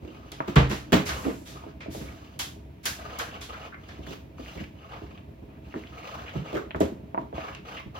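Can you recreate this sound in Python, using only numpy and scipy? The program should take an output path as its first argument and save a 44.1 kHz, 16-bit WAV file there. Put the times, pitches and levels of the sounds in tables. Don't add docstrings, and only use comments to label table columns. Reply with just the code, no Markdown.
import sys
import numpy as np
from scipy import signal
from scipy.fft import rfft, irfft
from scipy.io import wavfile
from scipy.ndimage import uniform_filter1d

SR = 44100
rng = np.random.default_rng(int(sys.argv[2]) if len(sys.argv) > 2 else 0)


def wav_out(sig):
    wavfile.write(sys.argv[1], SR, np.round(np.clip(np.atleast_2d(sig).T, -1, 1) * 32767).astype(np.int16))


N = 352359
EVENT_N = 24576
T = np.arange(EVENT_N) / SR
HZ = np.fft.rfftfreq(EVENT_N, 1 / SR)

# (time [s], level [dB], push centre [Hz], slap re thud [dB], landing spread [s])
HANDFULS = [(0.022, -39, 307, -16.5, 0.091), (0.476, -28, 277, -9, 0.028), (.699, -27, 227, -2.5, 0.033),
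            (0.921, -18, 224, 0, 0.025), (1.251, -23, 285, -21, 0.051), (2.005, -36.5, 250, -10, 0.022),
            (4.067, -38, 292, -6, 0.11), (4.555, -38, 250, -11, 0.097), (5.741, -30, 293, -22, 0.039),
            (6.351, -28.5, 193, -21, .018), (6.529, -25.5, 365, -11.5, 0.051),
            (6.754, -32, 315, -14, 0.011), (6.805, -24, 397, -9, 0.014), (7.186, -37, 225, -19, 0.042)]
# (time [s], level [dB], push centre [Hz])
HEAVY_WEDGES = [(.926, -17, 256), (.935, -15.5, 526), (.938, -17.5, 249), (.95, -19.5, 241),
                (.967, -23, 298), (1.665, -37, 405), (1.882, -32.5, 315), (1.949, -33.5, 595),
                (3.99, -37, 208), (4.395, -35.5, 350), (4.603, -32, 177), (5.019, -38, 342),
                (6.355, -32.5, 424), (6.806, -16.5, 433), (6.812, -16.5, 295), (6.83, -24.5, 434),
                (6.92, -31.5, 288), (7.033, -42, 258), (7.328, -35, 610), (7.86, -36, 138)]
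# (frequency [Hz], level [dB])
SLAP_SPECTRUM = [(200, -3), (500, -2.5), (900, -2), (3300, -9), (5000, -19), (7500, -20.5), (9500, -31.5),
                 (16000, -30.5)]


def thuds(wedges=6):
    out = np.zeros((2, N))
    for time_s, db, hz, slap_db, spread_s in HANDFULS:
        body_db = bowl_db(floor_db=1.5, shift_oct=0.025 * rng.uniform(-1.2, 1))
        jitter, weight = rng.random((2, wedges))
        land_s = (np.arange(wedges) + jitter) / wedges * spread_s
        landings = np.zeros(EVENT_N)
        landings[((land_s - land_s[0]) * SR).astype(int)] = 0.5 + weight * np.hanning(wedges)
        jolts = landings * rng.choice([-1, 1], EVENT_N)
        thud = unit_peak(kitchen(colour(jolts, body_db + push_db(hz)), wet_db=7))
        slap = contact_burst(landings, spectrum(SLAP_SPECTRUM), decay_s=0.002, wet_db=2, snap_db=-2)
        add(out, time_s, amp(db) * (thud + amp(slap_db) * slap))
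    return amp([[-0.6], [0.8]]) * out


def drops():
    out = np.zeros((2, N))
    for time_s, db, hz in HEAVY_WEDGES:
        body_db = bowl_db(floor_db=-11, shift_oct=0.025 * rng.uniform(-0.071, 1))
        knock = colour(signal.unit_impulse(EVENT_N), body_db + push_db(hz))
        add(out, time_s, amp(db) * unit_peak(kitchen(knock, wet_db=-0.5)))
    return out


def taps():
    # (time [s], level [dB], pitch [Hz])
    contacts = [(.404, -22, 1260), (1.638, -39, 962), (1.861, -35.5, 590), (5.741, -34, 1210),
                (6.708, -34, 3160), (6.747, -26.5, 1385), (7.1456, -24.5, 940), (7.177, -21, 1000),
                (7.381, -27.5, 740)]
    out = np.zeros((2, N))
    body_db = bowl_db(floor_db=-24.5)
    blunt_db = -10 * np.log10(1 + (HZ / 2500) ** 10)
    for time_s, db, hz in contacts:
        hollow_db = 7 * np.exp(-(octaves(hz) / 0.51) ** 2) - 7 * abs(octaves(hz))
        knock = colour(signal.unit_impulse(EVENT_N), body_db + blunt_db + hollow_db)
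        add(out, time_s, amp(db) * unit_peak(kitchen(knock, wet_db=-0.5)))
    return amp(-0.5) * out


def bowl_db(floor_db=-13, shift_oct=0):
    # (frequency [Hz], width [Hz], level [dB])
    modes = [(138.6, 19.6, 8), (187.6, 18, 3.5), (242.7, 81, 1), (315, 30, 2), (412.7, 5.2, 3.5),
             (539.3, 10.6, -1), (649, 29, -0.5), (922, 78, -9.5)]
    power = sum(amp(db) ** 2 / (1 + (2 * (HZ - hz * 2 ** shift_oct) / width_hz) ** 2)
                for hz, width_hz, db in modes)
    return 10 * np.log10(power + amp(floor_db) ** 2)


def push_db(hz):
    bass_cut_db = 9.5 * np.maximum(-octaves(0.7 * hz), 0)
    return -21.5 * np.hypot(octaves(hz), 0.87) - bass_cut_db


def rubbing(drift_oct=0.32):
    # (start [s], length [s], level [dB], treble shelf [dB], hollow pitch [Hz])
    strokes = [(0, .93, -52, 4.5, 1210), (1.063, 0.29, -37.5, -4, 1070), (1.487, 0.23, -50.5, 2, 1230),
               (1.924, 0.45, -53, 8, 1540), (2.955, 0.47, -41.5, 2, 650), (3.482, 0.21, -41, -0.5, 1360),
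               (3.778, 0.34, -53.5, 6.5, 2000), (4.057, 0.084, -50, 15.5, 520),
               (4.366, .28, -48, 9.5, 2650), (4.74, 0.47, -52, 1.5, 2730), (4.901, 0.082, -45.5, -9, 740),
               (5.479, 0.1, -54, -14, 1510), (5.631, 0.35, -51.5, 5, 2730), (5.921, 0.53, -43.5, 2, 650),
               (6.035, 0.12, -46, 5, 2480), (6.443, 0.088, -37.5, -0.5, 2800),
               (7.338, 0.2, -37.5, -1, 1130), (7.645, 0.16, -39, 2.5, 2000), (7.938, 1, -33.5, 2.5, 690)]
    # (frequency [Hz], level [dB])
    rub_spectrum = [(150, -28.5), (450, 6), (680, 9.5), (1150, 9), (2000, -1), (2800, 1.5), (3600, -5.5),
                    (6500, -14), (9000, -25.5), (13000, -25.5)]
    out, swish = np.zeros((1, N)), friction()
    shelf = 1 / (1 + (3250 / (HZ + 1)) ** 4)
    for start_s, length_s, db, treble_db, hollow_hz in strokes:
        t = np.arange(int((length_s + 0.05) * SR)) / SR
        progress = np.minimum(t / length_s, 1)
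        drag = np.resize(swish[round(start_s * SR):], len(t)) * arch(progress, exponent=0.37)
        glide_hz = hollow_hz * 2 ** (drift_oct * rng.choice([-1, 1]) * (progress - 0.5))
        drag += amp(-5.5) * resonate(drag, glide_hz, width_hz=67)
        add(out, start_s, amp(db) * colour(drag, spectrum(rub_spectrum) + treble_db * shelf)[None])
    return amp(-8) * kitchen(out[0], wet_db=9.5)


def friction(slips_per_s=1500, spread_db=4, pops_per_s=220, clump_db=2.5):
    slips = (rng.random(N) < slips_per_s / SR) * rng.standard_normal(N)
    slips *= amp(spread_db * np.minimum(rng.exponential(1, N), 3))
    pops, pocket_hz = np.zeros(N), np.geomspace(1100, 3200, 10)
    for hz in pocket_hz:
        openings = (rng.random(N) < pops_per_s / len(pocket_hz) / SR) * rng.random(N)
        pocket = signal.iirpeak(hz, Q=4, fs=SR)
        pops += signal.lfilter(*pocket, signal.lfilter(*pocket, openings))
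    catching = unit_rms(uniform_filter1d(uniform_filter1d(rng.standard_normal(N), size=600), size=300))
    texture = unit_rms(slips) + rng.standard_normal(N) + amp(-5.5) * unit_rms(pops)
    return unit_rms(texture * amp(clump_db * np.clip(catching, -2, 2)))


def squelches(pockets=14, spread_s=0.027, scatter_oct=0.46):
    # (time [s], level [dB], centre pitch [Hz])
    partings = [(2.065, -46.5, 1600), (3.527, -40, 1510), (3.721, -41.5, 1530), (4.575, -44.5, 2260),
                (6.271, -43, 2440), (6.557, -33, 1410), (7.765, -39.5, 2270)]
    out = np.zeros((2, N))
    for time_s, db, hz in partings:
        onset, detune, strength = rng.random((3, pockets, 1))
        pop_hz = hz * 2 ** (scatter_oct * (2 * detune - 1))
        age_s = np.maximum(T - spread_s * (onset - onset.min()), 0)
        pops = strength ** 2 * pop(pop_hz * age_s, decay_cycles=1.4)
        add(out, time_s, amp(db) * unit_peak(kitchen(pops.sum(0), wet_db=12.5)))
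    return out


def snaps():
    # (time [s], level [dB], pitch [Hz])
    releases = [(4.067, -45, 1700), (4.384, -47, 1150), (4.461, -45.5, 2200), (4.529, -52, 2400),
                (4.641, -44, 2350), (5.177, -50, 2700), (5.725, -51, 2290), (5.7406, -47.5, 1750),
                (5.761, -46, 1810), (5.8374, -46.5, 2150), (5.8721, -49, 2960)]
    out = np.zeros((2, N))
    for time_s, db, hz in releases:
        snap = kitchen(pop(hz * T, decay_cycles=1), wet_db=0, lag_s=0)
        add(out, time_s, amp(db) * unit_peak(snap))
    return out


def pop(cycles, decay_cycles):
    return np.sin(2 * np.pi * cycles) * (1 - np.exp(-cycles)) * np.exp(-cycles / decay_cycles)


def rumble():
    # (frequency [Hz], level [dB])
    rumble_spectrum = [(35, -28), (62, 12), (90, 4.5), (140, -11), (330, -7.5), (1000, -11), (3000, -51)]
    judder_db = 2 * unit_rms(uniform_filter1d(rng.standard_normal(N), size=1000))
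    shape_db = spectrum(rumble_spectrum) + 1.14 * bowl_db()
    noise = np.array([colour(x, shape_db) for x in diffuse_noise(N)])
    return amp(1.5) * unit_rms(noise * amp(judder_db)) * bowl_motion()


def bowl_motion(steady_db=-47.5, rise_s=0.014):
    # (start [s], length [s], level [dB])
    shoves = [(1.04, 0.22, -39), (1.928, 0.22, -44), (5.008, 0.15, -49)]
    t = np.arange(N) / SR
    power = np.full((1, N), amp(steady_db) ** 2)
    for start_s, length_s, db in shoves:
        progress = np.clip((t - start_s) / length_s, 0, 1)
        power += (amp(db) * arch(progress, exponent=0.28)) ** 2
    rock = T / rise_s * np.exp(1 - T / rise_s)
    for time_s, db, *_ in HANDFULS + HEAVY_WEDGES:
        add(power, time_s, (amp(-31.5 + 0.26 * db) * rock[None]) ** 2)
    return np.sqrt(power[0])


def door(shut_s=0.559):
    # (frequency [Hz], level [dB], T60 [s])
    modes = [(51, -16, 0.52), (70.6, -11, 0.43), (130.3, -7, 0.39), (157, -6.5, 0.25), (208.3, -16.5, 0.28),
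             (295, -25.5, 0.78), (470, -19.5, 0.35), (1148, -19, 0.21)]
    out = np.zeros((2, N))
    boom = sum((-1) ** k * amp(db) * 1e-3 ** (T / t60_s) * np.sin(2 * np.pi * hz * T)
               for k, (hz, db, t60_s) in enumerate(modes))
    boom *= 1 - np.exp(-T / 0.003)
    add(out, shut_s, amp(-3.5) * kitchen(boom, wet_db=-15, lag_s=0.0002))
    wood_db = spectrum(SLAP_SPECTRUM) - 4 * np.logaddexp2(0, 2 * octaves(4100))
    crack = contact_burst(signal.unit_impulse(EVENT_N), wood_db, decay_s=0.0054, wet_db=27, snap_db=11)
    add(out, shut_s - 0.002, amp(-16) * crack)
    return out


def clatter_and_splashes(ring_sharpness=11):
    # (time [s], level [dB], pitch [Hz], treble slope [dB/octave], decay [s])
    bursts = [(0.318, -39, 3370, -5.5, 0.0025), (0.693, -37, 1900, -5, 0.039),
              (1.055, -33, 2140, -2.5, 0.032), (1.091, -29, 1550, -12, 0.005), (1.097, -47, 7460, 2, 0.13),
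              (1.453, -45.5, 3570, -2, 0.047), (1.804, -42, 2290, -18.5, 0.017),
              (1.9, -45.5, 3640, 1.5, 0.073), (2.391, -29, 3300, -1.5, 0.014),
              (2.831, -43, 2520, -2, 0.047), (2.855, -25.5, 1650, -1.5, 0.0092),
              (3.188, -34.5, 3220, -2, 0.0093), (3.197, -29.5, 1610, -26, 0.0026),
              (3.41, -40.5, 3470, -4, 0.022), (3.886, -45, 1680, -15, 0.0084),
              (6.803, -39.5, 7200, -0.5, 0.0072), (7.549, -39, 2700, -18.5, 0.00055)]
    # (frequency [Hz], level [dB])
    burst_spectrum = [(400, -3), (1000, 2), (3500, 2.5), (7000, 1.5), (13000, -7), (16000, -15)]
    out = np.zeros((2, N))
    for time_s, db, hz, slope_db_per_oct, decay_s in bursts:
        ring_db = 3.5 - 0.3 * slope_db_per_oct
        note_db = 10 * np.log10(1 + amp(ring_db) ** 2 / (1 + (ring_sharpness * octaves(hz)) ** 2))
        treble_db = slope_db_per_oct * np.logaddexp2(0, 2 * octaves(3500)) / 2
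        shape_db = spectrum(burst_spectrum) + note_db + treble_db
        snap_db = 12.5 - 347 * decay_s
        burst = contact_burst(signal.unit_impulse(EVENT_N), shape_db, decay_s, wet_db=4.5, snap_db=snap_db)
        add(out, time_s, amp(db) * burst)
    return out


def contact_burst(strikes, shape_db, decay_s, wet_db, snap_db, echo_s=0.023):
    rise_s = 0.0025 + 5 * decay_s ** 2
    contacts = (1 - np.exp(-T / rise_s)) ** 2 * np.exp(-2 * T / decay_s)
    direct = signal.fftconvolve(strikes ** 2, contacts)[:EVENT_N]
    echo = (1 - np.exp(-T / 0.00048)) * np.exp(-T / echo_s)
    power = abs(direct + amp(wet_db) ** 2 * signal.fftconvolve(direct, echo / echo.sum())[:EVENT_N])
    snap = diffuse_noise(EVENT_N) * np.exp(-T / 0.003) * np.sqrt(power.max()) * amp(snap_db)
    snap = signal.sosfilt(signal.butter(3, 7500, "high", fs=SR, output="sos"), snap)
    burst = diffuse_noise(EVENT_N) * np.sqrt(power) + snap
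    return unit_peak(np.array([colour(x, shape_db) for x in burst]))


def kitchen(x, wet_db, lag_s=0.00045):
    paths = amp(wet_db) * room_echo()
    paths[1, 0] += 1
    paths[0, round(lag_s * SR)] += 1
    return signal.fftconvolve(x[None], paths, axes=1)[:, :len(x)]


def room_echo():
    # (frequency [Hz], T60 [s])
    decay_times = [(100, 0.46), (260, 0.27), (1840, 0.32), (12800, 0.41)]
    hz, t, bands = signal.stft(diffuse_noise(EVENT_N), SR, nperseg=256)
    bands *= 1e-3 ** (t / spectrum(decay_times, hz)[:, None])
    echo = signal.istft(bands, SR)[1][:, :EVENT_N]
    onset = np.clip((T - 0.002) / 0.0025, 0, 1)
    early = 1 + 10.5 * np.exp(-T / 0.003)
    return unit_rms(echo * onset * early) / np.sqrt(EVENT_N)


def hush():
    # (frequency [Hz], level [dB])
    hush_spectrum = [(60, -27.5), (200, -13.5), (600, -33.5), (2500, -26.5), (5000, -41.5), (9000, -46.5)]
    return amp(-61) * unit_rms(np.array([colour(x, spectrum(hush_spectrum)) for x in diffuse_noise(N)]))


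def diffuse_noise(count):
    # (frequency [Hz], coherence [-1 to 1])
    likeness = [(140, 0.97), (280, 0.85), (480, 0.3), (850, -0.4), (1500, -0.1), (5000, 0.31),
                (9000, -0.98), (13000, 0.99)]
    mid, side = rfft(rng.standard_normal((2, count)))
    coherence = spectrum(likeness, np.fft.rfftfreq(count, 1 / SR))
    mid, side = mid * np.sqrt(1 + coherence), side * np.sqrt(1 - coherence)
    return irfft([mid + side, mid - side], count)


def colour(x, db):
    log_gain = np.log(amp(np.maximum(db, db.max() - 90)))
    mirrored = np.concatenate([log_gain, log_gain[-2:0:-1]])
    response = np.fft.ifft(np.exp(np.conj(signal.hilbert(mirrored)))).real
    return signal.fftconvolve(x, response[:EVENT_N // 4])[:len(x)]


def resonate(x, hz, width_hz):
    carrier = np.exp(2j * np.pi * np.cumsum(hz) / SR)
    pole = np.exp(-np.pi * width_hz / SR)
    return 2 * (carrier * signal.lfilter([1 - pole], [1, -pole], x / carrier + 1e-18)).real


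def arch(progress, exponent):
    return (4 * progress * (1 - progress)) ** exponent


def spectrum(points, hz=HZ):
    point_hz, values = np.transpose(points)
    return np.interp(np.log(hz + 1), np.log(point_hz), values)


def octaves(hz):
    return np.log2((HZ + 1) / hz)


def amp(db):
    return 10 ** (np.asarray(db) / 20)


def unit_rms(x):
    return x / np.sqrt(np.mean(x ** 2) + 1e-20)


def unit_peak(x):
    power = np.mean(np.atleast_2d(x) ** 2, axis=0)
    return x / np.sqrt(uniform_filter1d(power, size=441).max() + 1e-20)


def add(mix, time_s, sound):
    part = mix[:, max(round(time_s * SR), 0):][:, :sound.shape[1]]
    part += sound[:, :part.shape[1]]


def scene():
    mix = thuds() + drops() + taps() + squelches() + snaps() + rubbing() + rumble()
    return (mix + door() + clatter_and_splashes() + hush()) * amp([[-0.4], [0.4]])


def record(dry):
    dry = signal.sosfilt(signal.butter(4, 42, "high", fs=SR, output="sos"), dry)
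    lowpass = signal.firwin(511, 16100, window=("kaiser", 9), fs=SR)
    return signal.oaconvolve(dry, lowpass[None], "same")


dry = scene()
out = record(dry)
wav_out(out)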